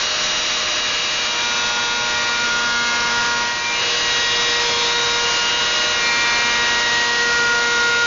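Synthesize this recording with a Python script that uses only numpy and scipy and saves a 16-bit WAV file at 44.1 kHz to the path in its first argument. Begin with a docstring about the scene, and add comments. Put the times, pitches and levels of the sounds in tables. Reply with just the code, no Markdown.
"""In a workshop, a table router spins at about 14,000 rpm while a board is fed along its bit. Cooling air
rushes, and the motor, shaft and bearing whine. The bit has two cutting edges (flutes) that drum on the wood and
tear off chips. The harder the board is pushed, the more the shaft slows and the lower the tones sink. The
machine is so loud that it overloads the small microphone."""
import sys
import numpy as np
from scipy import signal
from scipy.fft import rfft, irfft, next_fast_len
from scipy.io import wavfile
from scipy.ndimage import uniform_filter1d

SR = 44100
rng = np.random.default_rng(int(sys.argv[2]) if len(sys.argv) > 2 else 0)


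def unload_wav(signal):
    """Save mono or channel-first audio to the path in sys.argv[1] as 16-bit WAV at rate SR, clipped to [-1, 1]."""
    wavfile.write(
        sys.argv[1],
        SR,
        np.round(np.clip(np.atleast_2d(signal).T, -1, 1) * 32767).astype(np.int16),
    )


N = 355490
T = np.arange(N) / SR

# An "order" is a pitch counted in cycles per turn of the shaft. "Load" is how hard the bit works:
# 0 when spinning free, 1 at a steady feed. Levels in dB are relative; scene() sets the final mix.

# The rush of cooling air. Each row: time in seconds, level in dB.
AIR_LEVELS = [(0, -23.5), (.9, -23.5), (1.35, -25), (1.8, -27), (2.5, -27), (3.55, -26.5), (3.72, -25),
              (3.84, -23.5), (4.5, -23.5), (5.0, -23.5), (5.9, -23), (6.3, -23.5), (8.06, -24.5)]
# The tone colour of the air and of the chips. Each row: frequency in Hz, level in dB.
AIR_SPECTRUM = [(20, -5.5), (50, -8), (150, -7.5), (300, -7), (450, -10.5), (700, -5), (1000, -3.5),
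                (1300, -0.5), (2000, -1), (3000, 1), (4200, 0), (5000, -0.5), (6300, -4.5), (6800, -4.5),
                (7400, -21)]
CHIP_SPECTRUM = [(30, 2.5), (130, 2), (350, -2), (600, -4.5), (1200, -2), (2500, -3), (5000, 2.5),
                 (7000, -1)]
# The motor housing and the hollow under the table ring. Each row: pitch in Hz, width in Hz, boost in dB.
RESONANCES = [(125, 25, 0.5), (509, 155, 7.5), (1085, 340, 3.5), (1616, 120, 1.5), (1910, 260, 2.5),
              (2440, 750, 1.5), (3990, 290, 2.5), (4570, 180, 0.5), (6090, 220, 3)]
# Fan, armature (the spinning coils) and commutator (their contacts). Each row: order, change in dB # per unit
# of load, then levels in dB when spinning free, in the first part of the cut and in the second part.
MOTOR_TONES = [(12, -0.5, -30, -36, -33.5), (16, -2.2, -33.5, -33.5, -34.5), (24, -0.18, -39, -37, -41.5)]
# The upper mains side tone, in dB against the armature tone: spinning free, first part of the cut, second part.
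SIDE_TONE_DB = [-5.5, -13.5, -17]
# Weaker shaft tones. Each row: order, then levels in dB spinning free, in the first and second part of the cut.
SHAFT_TONES = [(3,-52,-46,-45), (5,-42,-37.5,-45), (7,-39,-43,-39.5), (9,-51,-40,-37.5),
               (11,-38.5,-37,-35.5), (13,-45,-40,-40), (15,-44,-47,-37), (17,-44,-44.5,-43),
               (18,-37.5,-38,-36.5), (19,-41,-40.5,-49), (20,-46,-41,-42.5), (21,-51,-44.5,-44.5),
               (23,-49,-42,-48), (25,-55,-43,-42.5), (26,-48,-42,-40), (27,-41.5,-48.5,-43.5),
               (28,-47,-54.5,-48), (29,-56,-53.5,-49)]
# Tones around the bearing's ball-pass tone. Each row: orders from it, then the same three levels in dB.
CLUSTER_TONES = [(-6, -67, -59, -44), (-4, -47.5, -48.5, -45), (-1, -52, -52.5, -47.5),
                 (0, -36, -38, -38.5), (1, -58.5, -41.5, -58.5), (2, -39, -33.5, -32.5),
                 (3, -41.5, -50, -46.5), (4, -46, -40.5, -37.5), (5, -47, -39, -52.5), (6, -53.5, -50, -41),
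                 (7, -48, -41.5, -52.5), (8, -47, -39.5, -49)]
# One of those tones swells. Each row: start and length in seconds, orders above ball-pass, boost in dB.
CLUSTER_SWELLS = [(1.4, 0.83, 1, 6), (5.577, 0.37, 0, 6), (6.1, 0.91, 3, 9), (6.75, 0.69, 2, 1.5),
                  (6.1, .8, 4, 2), (6.1, 0.82, 6, 2.5)]
# Tones of the flutes. Each row: order, change in dB per unit of load, then the same three levels in dB.
FLUTE_TONES = [(1, 4, -51, -45, -50.5), (2, 0, -46, -39, -36.5), (4, 1.5, -47, -32.5, -34.5),
               (6, 0.5, -48, -30.5, -36), (8, 3, -36.5, -39.5, -33), (10, 1, -41.5, -36.5, -34.5),
               (14, -4.5, -49, -37, -40), (22, -1.5, -48, -46, -40)]
# A tone howls (+) or fades (-) as the sliding board rings with it.
# Each row: start and length in seconds, order, change in dB, fade-in and fade-out in seconds.
HOWLS = [(-.3, 1.13, 24, 6, .1, .3), (.68, .45, 20, 7, .1, .15), (.76, 0.84, 10, 7.5, .15, .3),
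         (.5, 1, 12, 0, .3, .06), (1.15, 0.46, 4, 3.5, .4, 0.2), (1.41, 2.9, 6, 3.5, .05, 0.2),
         (1.45, 0.33, 25, 6.5, .15, .15), (1.39, 1.35, 15, 11.5, .12, .2), (1.48, .52, 12, -4, .06, .1),
         (1.3, 1.1, 16, 2, 0.26, 0.29), (1.5, 0.65, 10, 3, 0.33, .1), (1.5, 0.5, 11, 5.5, .2, .2),
         (1.58, 0.36, 14, 3, .15, .15), (1.68, 0.4, 13, -9, .1, .15), (1.7, 1.3, 4, 2, .3, .2),
         (2.08, 0.32, 8, 10, .2, .15), (2.15, 0.34, 10, 7, .1, .15), (2.38, 0.42, 6, 5, 0.25, .25),
         (2.453, 0.49, 14, 4.5, .1, .15), (2.48, 0.68, 9, 6.5, .15, .3), (2.56, 0.38, 10, -8, 0.11, .15),
         (2.647, 0.81, 7, 12.5, .25, 0.44), (2.77, .18, 8, -9, .1, .1), (2.8, 0.58, 6, 2.5, 0.24, .12),
         (2.95, 0.41, 22, 9, 0.24, 0.13), (3.0, 0.81, 4, 5, 0.35, 0.29), (3.13, 0.49, 8, 8, .12, 0.15),
         (3.33, 0.25, 16, -5, 0.17, .1), (3.449, 0.25, 2, -7, .15, .1), (3.574, 0.12, 12, -4, 0.12, .06),
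         (3.614, 0.15, 10, 12, 0.17, .05), (3.7, 1, 11, 3, .15, .15), (3.748, 0.73, 12, 5.5, .05, .3),
         (3.76, .32, 16, 2.5, .06, .2), (3.78, .5, 17, 7, .1, .15), (3.822, 0.89, 20, 7.5, 0.082, .12),
         (3.82, 0.46, 25, 3, .08, .2), (3.88, .17, 10, -4, .08, .08), (3.8, 0.28, 6, -8, .12, .1),
         (3.83, 0.14, 4, -8, .08, .08), (3.96, 0.65, 8, 7, 0.22, .04), (4.08, 0.46, 14, 9, 0.12, .15),
         (4.08, 0.53, 16, 7.5, .2, 0.13), (4.25, 0.7, 15, 5.5, 0.18, .15), (4.2, 0.68, 22, 8, .25, .1),
         (4.27, 1.1, 10, 3.5, .15, .2), (4.38, 0.98, 2, 6, 0.48, .2), (4.6, 1.07, 4, 5, .2, .25),
         (4.63, 0.24, 14, 14.5, 0.07, 0.14), (4.6, 0.41, 18, 5.5, .15, .15), (4.711, 0.14, 8, -7, .1, .06),
         (4.76, 0.46, 16, 9.5, 0.2, 0.37), (4.9, 1.98, 6, 7.5, .15, 0.17), (4.95, .43, 11, -10, .15, .08),
         (4.972, 0.56, 24, 6, .2, .12), (5.04, 0.2, 22, 8.5, 0.098, .08), (5.15, .27, 20, 5, .1, .1),
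         (5.2, 0.75, 12, 7.5, 0.28, 0.37), (5.42, 0.28, 13, 6, 0.067, .12), (5.47, 0.5, 16, 4.5, .15, .2),
         (5.62, .2, 10, -9, .12, .1), (5.648, 0.34, 8, 6.5, 0.16, .05), (5.68, 0.28, 22, 1.5, .12, .1),
         (5.681, 0.25, 17, 11, .12, .12), (5.98, 0.16, 8, 8.5, 0.065, 0.058), (6, 0.59, 10, 11, .14, .6),
         (5.998, 0.59, 15, 5, .15, .2), (6.03, 0.78, 7, 7, 0.11, .2), (6.03, 0.91, 9, 7, 0.11, .2),
         (6.033, 0.39, 18, 7.5, 0.1, 0.23), (6.07, 3.3, 4, 5.5, 0.099, .2),
         (6.15, 1.75, 8, 7.5, 0.058, 0.56), (6.15, 0.97, 5, 6.5, .1, .2), (6.38, 0.74, 12, 4, .15, 0.27),
         (6.4, 0.6, 13, 6.5, .2, .1), (6.429, 0.54, 16, 5, .2, .25), (6.7, 0.73, 8, 4.5, 0.56, 0.43),
         (6.799, 0.45, 10, -7, .12, .15), (7.118, 1.2, 2, 7.5, 0.57, .2), (7.172, 1.15, 6, 16.5, 0.46, .2),
         (7.077, 0.5, 9, -14, .15, .12), (7.13, 0.33, 4, -3.5, 0.11, .15), (7.178, 0.42, 16, -8, .15, .15),
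         (7.622, 0.37, 9, 6.5, 0.14, .15), (7.697, 0.43, 16, 4.5, .2, 0.17),
         (7.25, 1.01, 10, 2.5, 0.13, .2), (7.852, 0.51, 6, 2, 0.33, 0.19)]
# The hands push harder (+) or ease off (-). Each row: start and length in seconds, change of load.
PUSHES = [(1.45, 0.61, -0.27), (3.802, 0.24, -1.07), (4.051, 0.51, -0.29), (4.68, 0.24, 0.29),
          (5.53, 0.45, -.82), (6.078, 0.29, 0.31)]
# One flute bites deeper and the board buzzes against the guide fence.
# Each row: start and length in seconds, boost in dB (howl() scales it down as the order rises).
BUZZES = [(2.422, 1.01, 5.5), (6.288, 1.5, 9.5)]

FREE_HZ, SAG_HZ = 238.55, 1.55  # turns per second spinning free; speed lost at a steady feed
BALL_PASS, MAINS_HZ = 2.566, 60  # balls passing one spot on each turn; frequency of the power supply
BITE_S, SECOND_PART_S = 1.36, 3.5  # the board meets the bit; the tones change to their second set of levels


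def undb(db):
    """Turn decibels into a factor to multiply by."""
    return 10 ** (np.asarray(db) / 20)


def rise(at, ramp):
    """A smooth step from 0 to 1 that takes `ramp` seconds and is halfway at time `at`."""
    return (1 + np.sin(np.pi * np.clip((T - at) / ramp, -.5, .5))) / 2


def gate(start, length, ramp):
    """Swell, hold and fade, with all times in seconds."""
    return rise(start, ramp) - rise(start + length, ramp)


def drift(rate):
    """A smooth random wander of about 1 either way, changing `rate` times a second."""
    steps = np.repeat(rng.standard_normal(1024), 8)
    return 1.102 * np.interp(T * rate * 8 + 8, np.arange(len(steps)), uniform_filter1d(steps, 8))


def colour(noise, spectrum):
    """Shape noise by a spectrum and the resonances around the motor, then scale it to a strength of 1."""
    hz, db = np.transpose(spectrum)
    freqs = np.arange(N // 2 + 1) * SR / N + 1
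    base_db = np.interp(np.log(freqs), np.log(hz), db, right=-60)
    humps_db = sum(boost / (1 + (2 * (freqs - centre) / width) ** 2)
                   for centre, width, boost in RESONANCES)
    shaped = irfft(rfft(noise) * undb(base_db + humps_db), N)
    return shaped / np.std(shaped)


def tone(turns, order, waver_db, smear, flutter_db=1.16):
    """A tone locked to the shaft; shifting echoes make it waver, and vibration roughens it."""
    level = undb(waver_db * drift(9) + flutter_db * drift(60))
    return level * np.sin(2 * np.pi * (order * turns + rng.random()) + smear * drift(14))


def blend(levels_db, stages):
    """Fade between three levels: spinning free, first part and second part of the cut."""
    return undb(levels_db) @ stages


def howl(order):
    """The gain of one order as the board rings with it; the board's buzz lifts the low odd orders."""
    order = round(order)
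    ring_db = sum(db * (rise(start, fade_in) - rise(start + length, fade_out))
                  for start, length, k, db, fade_in, fade_out in HOWLS if round(k) == order)
    buzz_db = sum(db * gate(start, length, 0.36) for start, length, db in BUZZES) if order % 2 else 0
    return undb(ring_db + buzz_db * np.exp(-(order / 5.2) ** 2))


def strong_tone(row, turns, stages, load, **wobble):
    """A motor or flute tone whose level follows the stage of the cut, the load and the ringing board."""
    order, db_per_load, *levels_db = row
    level = blend(levels_db, stages) * undb(db_per_load * (load - 1)) * howl(order)
    return level * tone(turns, round(order), smear=0.1, **wobble)


def air(turns, chop=0.1, gust_db=0.93):
    """Swirling cooling air rushes through the motor, lightly chopped on every turn."""
    rush = rng.standard_normal(N) * (1 + chop * np.cos(2 * np.pi * turns))
    level_db = np.interp(T, *np.transpose(AIR_LEVELS))
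    return colour(rush, AIR_SPECTRUM) * undb(level_db + gust_db * drift(30))


def motor(turns, stages, load, lower_share=0.21):
    """Fan, armature and commutator sing like sirens, louder as the load eases."""
    fan, armature, commutator = (strong_tone(row, turns, stages, load, waver_db=0) for row in MOTOR_TONES)
    # The current pulses twice per mains cycle, adding a tone on each side of the armature's own.
    pulse = np.exp(2j * np.pi * 2 * MAINS_HZ * T)
    side_tones = signal.hilbert(armature, next_fast_len(N))[:N] * (pulse + lower_share * pulse.conj())
    return fan + armature + commutator + blend(SIDE_TONE_DB, stages) * side_tones.real


def shaft(turns, stages):
    """A slightly unbalanced shaft and the uneven bite of the flutes fill in the other orders."""
    return sum(blend(db, stages) * howl(order) * tone(turns, round(order), waver_db=2.0, smear=0.39)
               for order, *db in SHAFT_TONES)


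def bearing(turns, stages):
    """A cluster of tones out of step with the shaft, spaced whole orders from the ball-pass tone."""
    clang = 0
    for offset, *db in CLUSTER_TONES:
        swell_db = sum(boost * gate(start, length, 0.1)
                       for start, length, k, boost in CLUSTER_SWELLS if round(k) == round(offset))
        level = blend(db, stages) * undb(swell_db)
        clang = clang + level * tone(turns, BALL_PASS + round(offset), waver_db=1.5, smear=0.33)
    octave = blend([-41, -47, -50], stages) * tone(turns, 2 * BALL_PASS, waver_db=5.5, smear=0.35)
    return clang + octave


def flutes(turns, stages, load):
    """Two edges hit the wood each turn, so even orders are strongest; one bites deeper and thrums."""
    return sum(strong_tone(row, turns, stages, load, waver_db=0.3, flutter_db=0.77) for row in FLUTE_TONES)


def chips(turns, load, scatter_db=1.5, db_per_load=2):
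    """Each flute tears off a chip of its own size: two bursts of hiss a turn, louder under load."""
    stroke, progress = np.divmod(2 * turns, 1)
    size = undb(scatter_db * rng.standard_normal(8192))[stroke.astype(int)]
    tearing = rng.standard_normal(N) * size * np.exp(-progress / 0.78)
    return colour(tearing, CHIP_SPECTRUM) * undb(-31 + db_per_load * (load - 1.5))


def scene():
    """Every sound follows the one shaft, which slows as the board presses on the bit."""
    in_wood = rise(BITE_S, ramp=0.8)
    second_part = rise(SECOND_PART_S, ramp=0.35)
    stages = np.array([1 - in_wood, in_wood - second_part, second_part])
    pushes = sum(change * gate(start, length, 0.16) for start, length, change in PUSHES)
    load = rise(BITE_S, ramp=1.3) + pushes  # builds up as the whole bit enters the wood
    speed_hz = FREE_HZ - SAG_HZ * load + 0.1137 * drift(16)
    turns = np.cumsum(speed_hz) / SR
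    grain = undb(0.52 * in_wood * drift(22))  # hard and soft wood make the cut flutter
    whine = undb(0.9) * motor(turns, stages, load) + shaft(turns, stages)
    whine += undb(-2.0) * bearing(turns, stages)
    cutting = grain * (undb(0.76) * flutes(turns, stages, load) + in_wood * chips(turns, load))
    dip = undb(-4 * gate(3.514, length=0.21, ramp=0.32))  # the level dips briefly
    return (dip * (undb(-0.9) * air(turns) + whine + cutting))[None]


def record(dry, drive_db=3.0, ceiling=0.25, knee=3.66, top_hz=7150):
    """The overloaded microphone flattens the peaks; the deepest rumble and the high treble are cut."""
    driven = dry * undb(drive_db) / ceiling
    squashed = ceiling * driven / (1 + np.abs(driven) ** knee) ** (1 / knee)
    centred = signal.sosfilt(signal.butter(1, 12, "high", fs=SR, output="sos"), squashed)
    return signal.sosfilt(signal.ellip(10, .2, 80, top_hz, fs=SR, output="sos"), centred)


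dry = scene()
out = record(dry)
unload_wav(out)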